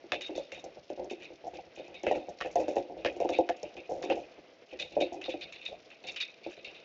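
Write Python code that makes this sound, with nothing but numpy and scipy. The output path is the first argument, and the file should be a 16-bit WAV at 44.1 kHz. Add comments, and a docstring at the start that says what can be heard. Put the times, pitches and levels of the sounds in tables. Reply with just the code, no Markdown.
"""Paws of a dog jumping at a glass sliding door: short rumbling thumps from modes of deck boards and frame.
Claws tick and skid on the pane: grains of friction drive its rings, a knock, a door thud and brief squeaks.
Once a short rising tone squeaks, perhaps a pad slipping on glass.
A faint outdoor hush of coloured noise lies below; a small wall-mounted microphone dulls the top."""
import sys
import numpy as np
from scipy import signal
from scipy.fft import rfft, irfft
from scipy.io import wavfile

SR = 44100
rng = np.random.default_rng(int(sys.argv[2]) if len(sys.argv) > 2 else 0)


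def output_pcm(signal):
    """Save a mono or channel-first signal as 16-bit PCM at the path in sys.argv[1].

    Samples are clipped to [-1, 1] before scaling.
    """
    pcm = np.clip(np.atleast_2d(signal).T, -1, 1) * 32767
    wavfile.write(sys.argv[1], SR, np.round(pcm).astype(np.int16))


N = 301644   # samples

# claw strokes on pane and frame: t/s, drive/dB, upper ring/dB re drive, knock/dB re drive
CLAW_STROKES = [(.12, -26.5, -15.5, -7), (.2095, -34, -12, -11.5), (.264, -42.5, -17, -12),
                (0.352, -43, -5.5, -13), (.519, -33.5, -20.5, -19.5), (.894, -48.5, -22, -17),
                (1.098, -38.5, -18, -29), (1.2, -46, -20, -35), (1.222, -39.5, -16.5, -28),
                (1.234, -50, -30, -23), (1.538, -44.5, -17.5, -17.5), (1.7613, -47, -16, -12.5),
                (1.78, -44.5, -15, -29), (1.8595, -50.5, -28, -22), (1.943, -40.5, -15, -28),
                (2.034, -44, -24, -7.5), (2.066, -27, -30.5, -8), (2.112, -41.5, -15.5, -7),
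                (2.151, -46, -9.5, -2.5), (2.405, -39, -21.5, -5.5), (2.411, -34, -29.5, -1.5),
                (2.558, -46.5, -15, -5), (2.598, -45, -16.5, -7.5), (2.618, -47, -23, -20),
                (2.6813, -45, -15, -9), (2.764, -45, -14, -4.5), (2.98, -45, -17.5, -28),
                (3.048, -27.5, -29, -4.5), (3.201, -40, -20, -13), (3.245, -50, -18, -13),
                (3.2907, -39.5, -13.5, -8), (3.3244, -34.5, -15.5, -25), (3.3337, -30.5, -18.5, -32),
                (3.4899, -46.5, -19, -0.5), (3.5674, -48.5, -32, -30), (3.632, -45.5, -22, -19),
                (3.768, -38.5, -20, -16.5), (4.0276, -46.5, -9, -0.5), (4.0322, -37, -19, -36),
                (4.0992, -28, -32, -8.5), (4.69, -50, -23, -21), (4.713, -47, -23, -13),
                (4.79, -36, -9, -33), (4.798, -27.5, -10, -31), (4.922, -43.5, -14.5, -23),
                (5.004, -27.5, -11, -43), (5.214, -34.5, -23.5, -27), (5.24, -38, -5.5, -9),
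                (5.2925, -33, -13.5, -37), (5.41, -31.5, -12, -38), (5.523, -37.5, -13, -15),
                (5.614, -40, -17, -24), (5.6517, -33, -10, -37), (5.902, -43.5, -20.5, -17),
                (6.039, -40.5, -12.5, -16.5), (6.07, -28, -12.5, -46), (6.161, -29, -19, -22),
                (6.202, -26, -10, -46), (6.434, -42.5, -13.5, -33), (6.5073, -44, -18, -18),
                (6.567, -45.5, -14, -21), (6.645, -32, -14.5, -39), (6.745, -42.5, -13.5, -34)]
# dull low modes under boards and door: f/Hz, width/Hz, relative level/dB
THUD_MODES = [(60, 71, -3.5), (120, 68.7, -1), (171, 97, 0)]


def amp(db):
    """dB to gain."""
    return 10 ** (np.asarray(db) / 20)


def rms_one(x):
    """Scale to rms 1."""
    return x / np.sqrt(np.mean(x ** 2) + 1e-20)


def butter(x, order, hz, kind):
    """Butterworth filter."""
    return signal.sosfilt(signal.butter(order, hz, kind, fs=SR, output="sos"), x)


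def flicker(rate_hz, depth_db):
    """Randomly wandering gain: low-passed noise, taken in dB."""
    r = np.exp(-2 * np.pi * rate_hz / SR)
    wander = rms_one(signal.lfilter([1], [1, -2 * r, r * r], rng.standard_normal(N)))
    return amp(depth_db * wander)


def body(drive, modes, in_step=False, wander_db=0):
    """Parallel resonances, in step or with alternating signs; unit white noise gives rms near 1."""
    out, power = 0, 0
    for k, (hz, width_hz, level_db) in enumerate(modes):
        r = np.exp(-np.pi * width_hz / SR)
        b = (1 - r * r) / 2 * np.array([1, 0, -1])
        a = [1, -2 * r * np.cos(2 * np.pi * hz / SR), r * r]
        coupled = drive * flicker(25, wander_db)   # a moving contact point couples to each mode by turns
        sign = 1 if in_step else (-1) ** k
        out = out + sign * amp(level_db) * signal.lfilter(b, a, coupled + 1e-18)
        power += amp(level_db) ** 2 * np.pi * width_hz / SR
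    return out / np.sqrt(power)


def contacts(per_s, spread_db, smooth):
    """Uneven small impacts over a share of smooth friction noise; rms 1."""
    sizes = amp(spread_db * np.minimum(rng.exponential(1, N), 4)) * rng.choice([-1, 1], N)
    grains = rms_one(sizes * (rng.random(N) < per_s / SR))
    return rms_one(grains + smooth * rng.standard_normal(N))


def force(times_s, levels_db, t60s, texture, first, hold_s, tail_db=-25, tail_t60_s=0.8, swell_s=0.0026):
    """Each blow: one sharp contact, then a shudder that swells, holds and dies over a faint tail."""
    strength, sharp = np.zeros(N), np.zeros(N)
    t = np.arange(SR // 2) / SR
    tail = amp(tail_db - 60 * t / tail_t60_s)
    for s, level_db, t60, crack in zip(times_s, levels_db, t60s, np.broadcast_to(first, len(times_s))):
        at = int(s * SR)
        decay = amp(-60 * np.maximum(t - hold_s, 0) / max(t60, .01))
        shape = decay * (1 - np.exp(-t / swell_s))
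        blow = amp(level_db) ** 2 * (shape ** 2 + tail ** 2)
        strength[at:at + len(t)] += blow[:N - at]   # overlaps add in power
        sharp[at] += crack * amp(level_db)
    return np.sqrt(strength) * texture + sharp


def hush():
    """Distant noise, coloured by deck and microphone; its treble flickers."""
    # noise spectrum: f/Hz, relative density/dB
    spectrum = [(15, -56.5), (25, -33), (168, -15), (514, -3.5), (622, -6.5), (668, -2), (718, -10),
                (1030, -19.5), (1860, -19.5), (2050, -15.5), (4940, -25), (5300, -23.5), (7400, -36),
                (9620, -66), (16300, -120)]
    level_db = -59
    points = np.array(spectrum)
    hz = np.maximum(np.fft.rfftfreq(N, 1 / SR), 1)
    colour = amp(np.interp(np.log(hz), np.log(points[:, 0]), points[:, 1]))
    even = rms_one(irfft(rfft(rng.standard_normal(N)) * colour, N))
    treble = butter(even, 2, 3000, "high")
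    return amp(level_db) * ((even - treble) * flicker(14, 1.7) + treble * flicker(70, 5.46))


def rub():
    """Short wavering tone that climbs, loudest early; perhaps a pad slipping on glass."""
    start_s, length_s, level_db = 5.706, .056, -41
    from_hz, to_hz = 480, 770
    along = np.clip((np.arange(N) / SR - start_s) / length_s, 0, 1)
    phase = 2 * np.pi * np.cumsum(from_hz + (to_hz - from_hz) * along) / SR
    swell = np.sin(np.pi * along ** .6)
    return amp(level_db) * swell * flicker(90, 5) * np.sin(phase)


def squeaks():
    """A claw that sticks and slips keeps one mode of the pane singing: gated noise into a resonance."""
    # claw drags: start/s, end/s, level/dB
    drags = [(0.217, 0.272, -45), (0.533, 0.615, -58), (1.24, 1.287, -72), (3.353, 3.402, -50.5)]
    # pane mode: f/Hz, width/Hz, relative level/dB
    singing_mode = [(3720, 53, 0)]
    t, drag = np.arange(N) / SR, 0
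    for start_s, end_s, level_db in drags:
        drag = drag + amp(level_db) * ((t > start_s) & (t < end_s))
    return body(drag * rng.standard_normal(N), singing_mode)


def ticks():
    """Claw tips on hard surfaces: bright, short scratches with little ring."""
    # scratches: t/s, drive/dB, t60/s
    tips = [(.125, -39, .1), (.2103, -36.5, 0.12), (.2635, -47, 0.24), (0.359, -37.5, .12),
            (.376, -34.5, 0.074), (.521, -44, .24), (.5955, -46, 0.092), (.6414, -35, 0.053),
            (.9014, -43.5, .064), (1.044, -38.5, .035), (1.1084, -35, 0.1), (1.2331, -46, .063),
            (1.4686, -43.5, .11), (1.5434, -47, .1), (1.7563, -43, .051), (1.8795, -49, 0.055),
            (2.0327, -33, 0.031), (2.111, -39, 0.11), (2.1545, -43.5, 0.21), (2.2914, -38.5, 0.067),
            (2.4094, -42, 0.13), (2.458, -42, .11), (2.513, -40.5, .12), (2.5561, -29, 0.029),
            (2.5865, -43, .1), (2.601, -36, .16), (2.681, -39.5, 0.22), (2.7567, -35.5, 0.14),
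            (3.0594, -44.5, 0.14), (3.1258, -46, .078), (3.1652, -46, 0.088), (3.2015, -35.5, 0.091),
            (3.246, -42, .083), (3.291, -33.5, .11), (3.385, -35.5, 0.072), (3.493, -31.5, .044),
            (3.5668, -46, .1), (3.63, -27.5, 0.019), (3.897, -42, 0.35), (3.935, -47, 0.15),
            (4.0233, -36.5, .1), (4.0387, -38, 0.12), (4.1545, -45.5, .3), (4.799, -36, .22),
            (5.007, -37, 0.15), (5.1286, -39, 0.13), (5.298, -38, .11), (5.525, -41, .059),
            (5.657, -49, 0.34), (6.0706, -37, 0.11), (6.111, -42, 0.18), (6.1619, -48, .13),
            (6.21, -36.5, 0.094), (6.5131, -44.5, 0.1)]
    # broad scratch modes: f/Hz, width/Hz, relative level/dB
    scratch_modes = [(4440, 2800, -14.5), (5250, 240, 9.5), (7050, 5600, 5.5)]
    with_claw_db = -11.5   # every stroke on the pane also ticks faintly, re its drive
    with_claws = [(s, db + with_claw_db, .1) for s, db, *_ in CLAW_STROKES]
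    s, drive_db, t60_s = np.transpose([*tips, *with_claws])
    grit = contacts(per_s=1300, spread_db=6.5, smooth=0.7)
    scratch = force(s, drive_db, t60_s, grit, first=9.9, hold_s=0.0015,
                    tail_db=-23.5, tail_t60_s=0.27, swell_s=0.00079)
    return butter(amp(-9.0) * body(scratch, scratch_modes), 2, 3900, "high")


def claws():
    """Skidding claws drive the pane's two bright rings, a knock below and a thud of the door."""
    # pane modes, main ring: f/Hz, width/Hz, relative level/dB
    pane_main = [(2114, 303, -10.5), (2265, 137, -2), (2510, 119, 2), (2674, 69, 3), (2813, 230, -3.5),
                 (3300, 330, -12.5)]
    # pane modes, upper ring: f/Hz, width/Hz, relative level/dB
    pane_upper = [(3450, 75, -6.5), (3637, 45, -3.5), (3735, 55, -2), (4040, 250, -11), (4390, 540, -16)]
    # knock modes below the rings: f/Hz, width/Hz, relative level/dB
    knock_modes = [(1130, 370, -6.5), (1446, 630, -6), (1697, 690, -1.5), (1865, 110, 0.5)]
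    door_thud_db = -17   # knocks on the frame shake the whole door, re knock
    s, drive, upper, knock = np.transpose(CLAW_STROKES)
    base_t60_s = .15 - 0.008 * (drive + 30)   # light strokes drag on longer
    crack = 29.2 * amp(0.29 * knock)   # re skid; hard knocks crack, glancing strokes do not
    skid = contacts(per_s=1200, spread_db=4.5, smooth=0.73)

    def tap(db, quicken, tail_db):
        """Skid force with the decay shortened by quicken."""
        return force(s, db, base_t60_s / quicken, skid, first=crack, hold_s=0.012,
                     tail_db=tail_db, swell_s=0.002)

    pane = (amp(-8.5) * body(tap(drive, 0.85, -15), pane_main, wander_db=3.0)
            + amp(0.5) * body(tap(drive + upper, 0.81, -20.0), pane_upper, wander_db=2.5)
            + amp(-1.5) * body(tap(drive + knock, 1.28, -43.0), knock_modes, wander_db=4.5))
    door = body(tap(drive + knock + door_thud_db, 1.7, -29.5), THUD_MODES)
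    # the thick pane keeps its sound to the middle range
    return butter(door, 2, 30, "high") + butter(pane, 3, [1000, 5500], "band")


def paws():
    """Boards ring in three groups of modes over a dull thud; the landing spot sets their balance."""
    # landings: t/s, drive/dB, deep ring/dB re drive, high ring/dB re drive, base shudder t60/s
    landings = [(.04, -44.5, 1, -18, 0.083), (.121, -22.5, -20, -16, 0.34), (.293, -31, -4, -27, 0.21),
                (.353, -32, -12, -36, 0.23), (.378, -19.5, -36, -36, 0.13), (.523, -32.5, -24, -30, 0.25),
                (.575, -38, -12.5, -10, 0.22), (.639, -34, -13, -3, 0.32), (.77, -34.5, -29, -14, 0.15),
                (.901, -24, -12.5, -19, 0.12), (.975, -34.5, -12, -7.5, .2), (.994, -25, -14.5, -15, 0.21),
                (1.044, -34, -9.5, -23, 0.22), (1.111, -38.5, 5, -11, .12), (1.179, -46, -3.5, -20, 0.47),
                (1.303, -38.5, -9.5, -26, .15), (1.44, -34, -27, -6, 0.28), (1.467, -36, -11, 4, 0.18),
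                (1.534, -32.5, -17.5, -11, 0.23), (1.585, -37, -26, 1.5, 0.14),
                (1.665, -45, -18, -16, 0.095), (1.774, -37.5, -11, -12, .13), (1.795, -31, -12.5, -27, .17),
                (1.881, -38.5, -13.5, -6, 0.64), (2.035, -27, -5.5, -21, 0.14),
                (2.066, -14, -17.5, -22, .22), (2.111, -12.5, -19, -6, 0.14),
                (2.157, -20, -15.5, -36, 0.18), (2.284, -27, -18, -11, 0.18), (2.41, -30, -23, -9, 0.2),
                (2.447, -26, -23, -7, 0.33), (2.556, -16, -40, -5, .28), (2.586, -18.5, -19.5, -29, 0.17),
                (2.601, -18.5, -19.5, -20, 0.29), (2.681, -17.5, -15, -28, 0.22),
                (2.758, -24, -15, -12, .2), (2.767, -13, -20, -12, .2), (2.897, -33, -10, -8, .41),
                (2.967, -31, -34, -39, 0.82), (3.048, -16.5, -19, -36, 0.26), (3.117, -36, -21, -7, .2),
                (3.165, -30.5, -10.5, -20, 0.17), (3.202, -17, -37.5, -9.5, 0.28),
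                (3.248, -16, -15, -13, 0.09), (3.294, -19, -14, -8.5, 0.28), (3.387, -10.5, -15, -7.5, .13),
                (3.493, -20, -16, -5, 0.12), (3.63, -26, -17, -41, 0.18), (3.753, -39, -13, -27, .2),
                (3.771, -33.5, -13.5, -31, 0.24), (3.892, -26.5, -35.5, -13.5, 0.37),
                (3.912, -21.5, -22, -18, .37), (4.015, -32, -31, -9, 0.25),
                (4.038, -27.5, -5.5, -8.5, 0.31), (4.099, -18, -15.5, -15, .2),
                (4.112, -17, -16.5, -15, 0.19), (4.168, -26, -27.5, -12.5, 0.31),
                (4.381, -43.5, -6.5, -37, .1), (4.727, -34, -9.5, -39, 0.19), (4.802, -35, -19.5, -19, .15),
                (4.823, -37.5, -20, -22, .31), (4.918, -38.5, -15.5, -22, 0.56),
                (4.966, -12.5, -21.5, -34, .08), (4.984, -21, -19, -31, 0.22), (5.01, -13, -17, -40, .16),
                (5.121, -32.5, -7.5, -2, 0.42), (5.195, -47, -1, -5, .21), (5.253, -40, -21, -7, 0.64),
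                (5.282, -23.5, -13.5, -33, .11), (5.34, -25, -12.5, -36, 0.12),
                (5.423, -41.5, -23, -19, .6), (5.686, -37, -28, -17, 0.18), (5.717, -37, -33, -11.5, 0.34),
                (6.041, -41, -14.5, -5, 0.49), (6.087, -40.5, -29, -5, .1), (6.463, -24, -15, -37, 0.12),
                (6.576, -37.5, -23, -25, 0.14), (6.67, -39.5, -23, -14.5, 0.096)]
    # deep board modes: f/Hz, width/Hz, relative level/dB
    boards_deep = [(250, 35, -20.5), (313.4, 30, -4), (352, 53.6, 5.5), (409.3, 35, -17.5)]
    # main board modes: f/Hz, width/Hz, relative level/dB
    boards_main = [(453.6, 19, -8), (515, 35, 1.5), (549.8, 31.3, -2.5), (590.2, 12.5, -2.5)]
    # high board modes: f/Hz, width/Hz, relative level/dB
    boards_high = [(657, 16, 8), (696.6, 44, 22), (710, 120, -10.5), (852, 40, -35)]
    s, drive, deep, high, base_t60_s = np.transpose(landings)
    thud_drive = -41.5 + 0.47 * drive   # dB; the thud grows by a share of the landing's dB
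    shudder = contacts(per_s=350, spread_db=2.0, smooth=0.93)

    def blow(db, quicken):
        """Landing force with the shudder shortened by quicken."""
        return force(s, db, base_t60_s / quicken, shudder, first=16.96, hold_s=0.0063, tail_db=-23.5)

    boards = (amp(-12.5) * body(blow(drive, 1.49), boards_main, in_step=True, wander_db=0.5)
              + amp(-2.5) * body(blow(drive + deep, 0.74), boards_deep, in_step=True)
              + amp(-5) * body(blow(drive + high, 2.37), boards_high, in_step=True, wander_db=1.5))
    soft = butter(boards, 9, 840, "low")   # pads are soft
    soft = butter(soft, 4, 240, "high")   # narrow boards radiate little bass
    weight = butter(body(blow(thud_drive, 0.93), THUD_MODES), 2, 30, "high")
    return soft + amp(3.0) * weight


def scene():
    """Paws, claws, squeaks and the hush, in one channel."""
    return (hush() + rub() + squeaks() + ticks() + claws() + paws())[None]


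def record(dry):
    """The microphone fades in the top treble, the top is cut, a trace of converter hiss remains."""
    fade_hz, cutoff_hz, hiss_db = 6700, 8250, -104
    dulled = butter(dry, 11, fade_hz, "low")
    cut = signal.sosfilt(signal.cheby2(10, 36, cutoff_hz, fs=SR, output="sos"), dulled)
    return cut + amp(hiss_db) * rng.standard_normal(dry.shape)


dry = scene()
out = record(dry)
output_pcm(out)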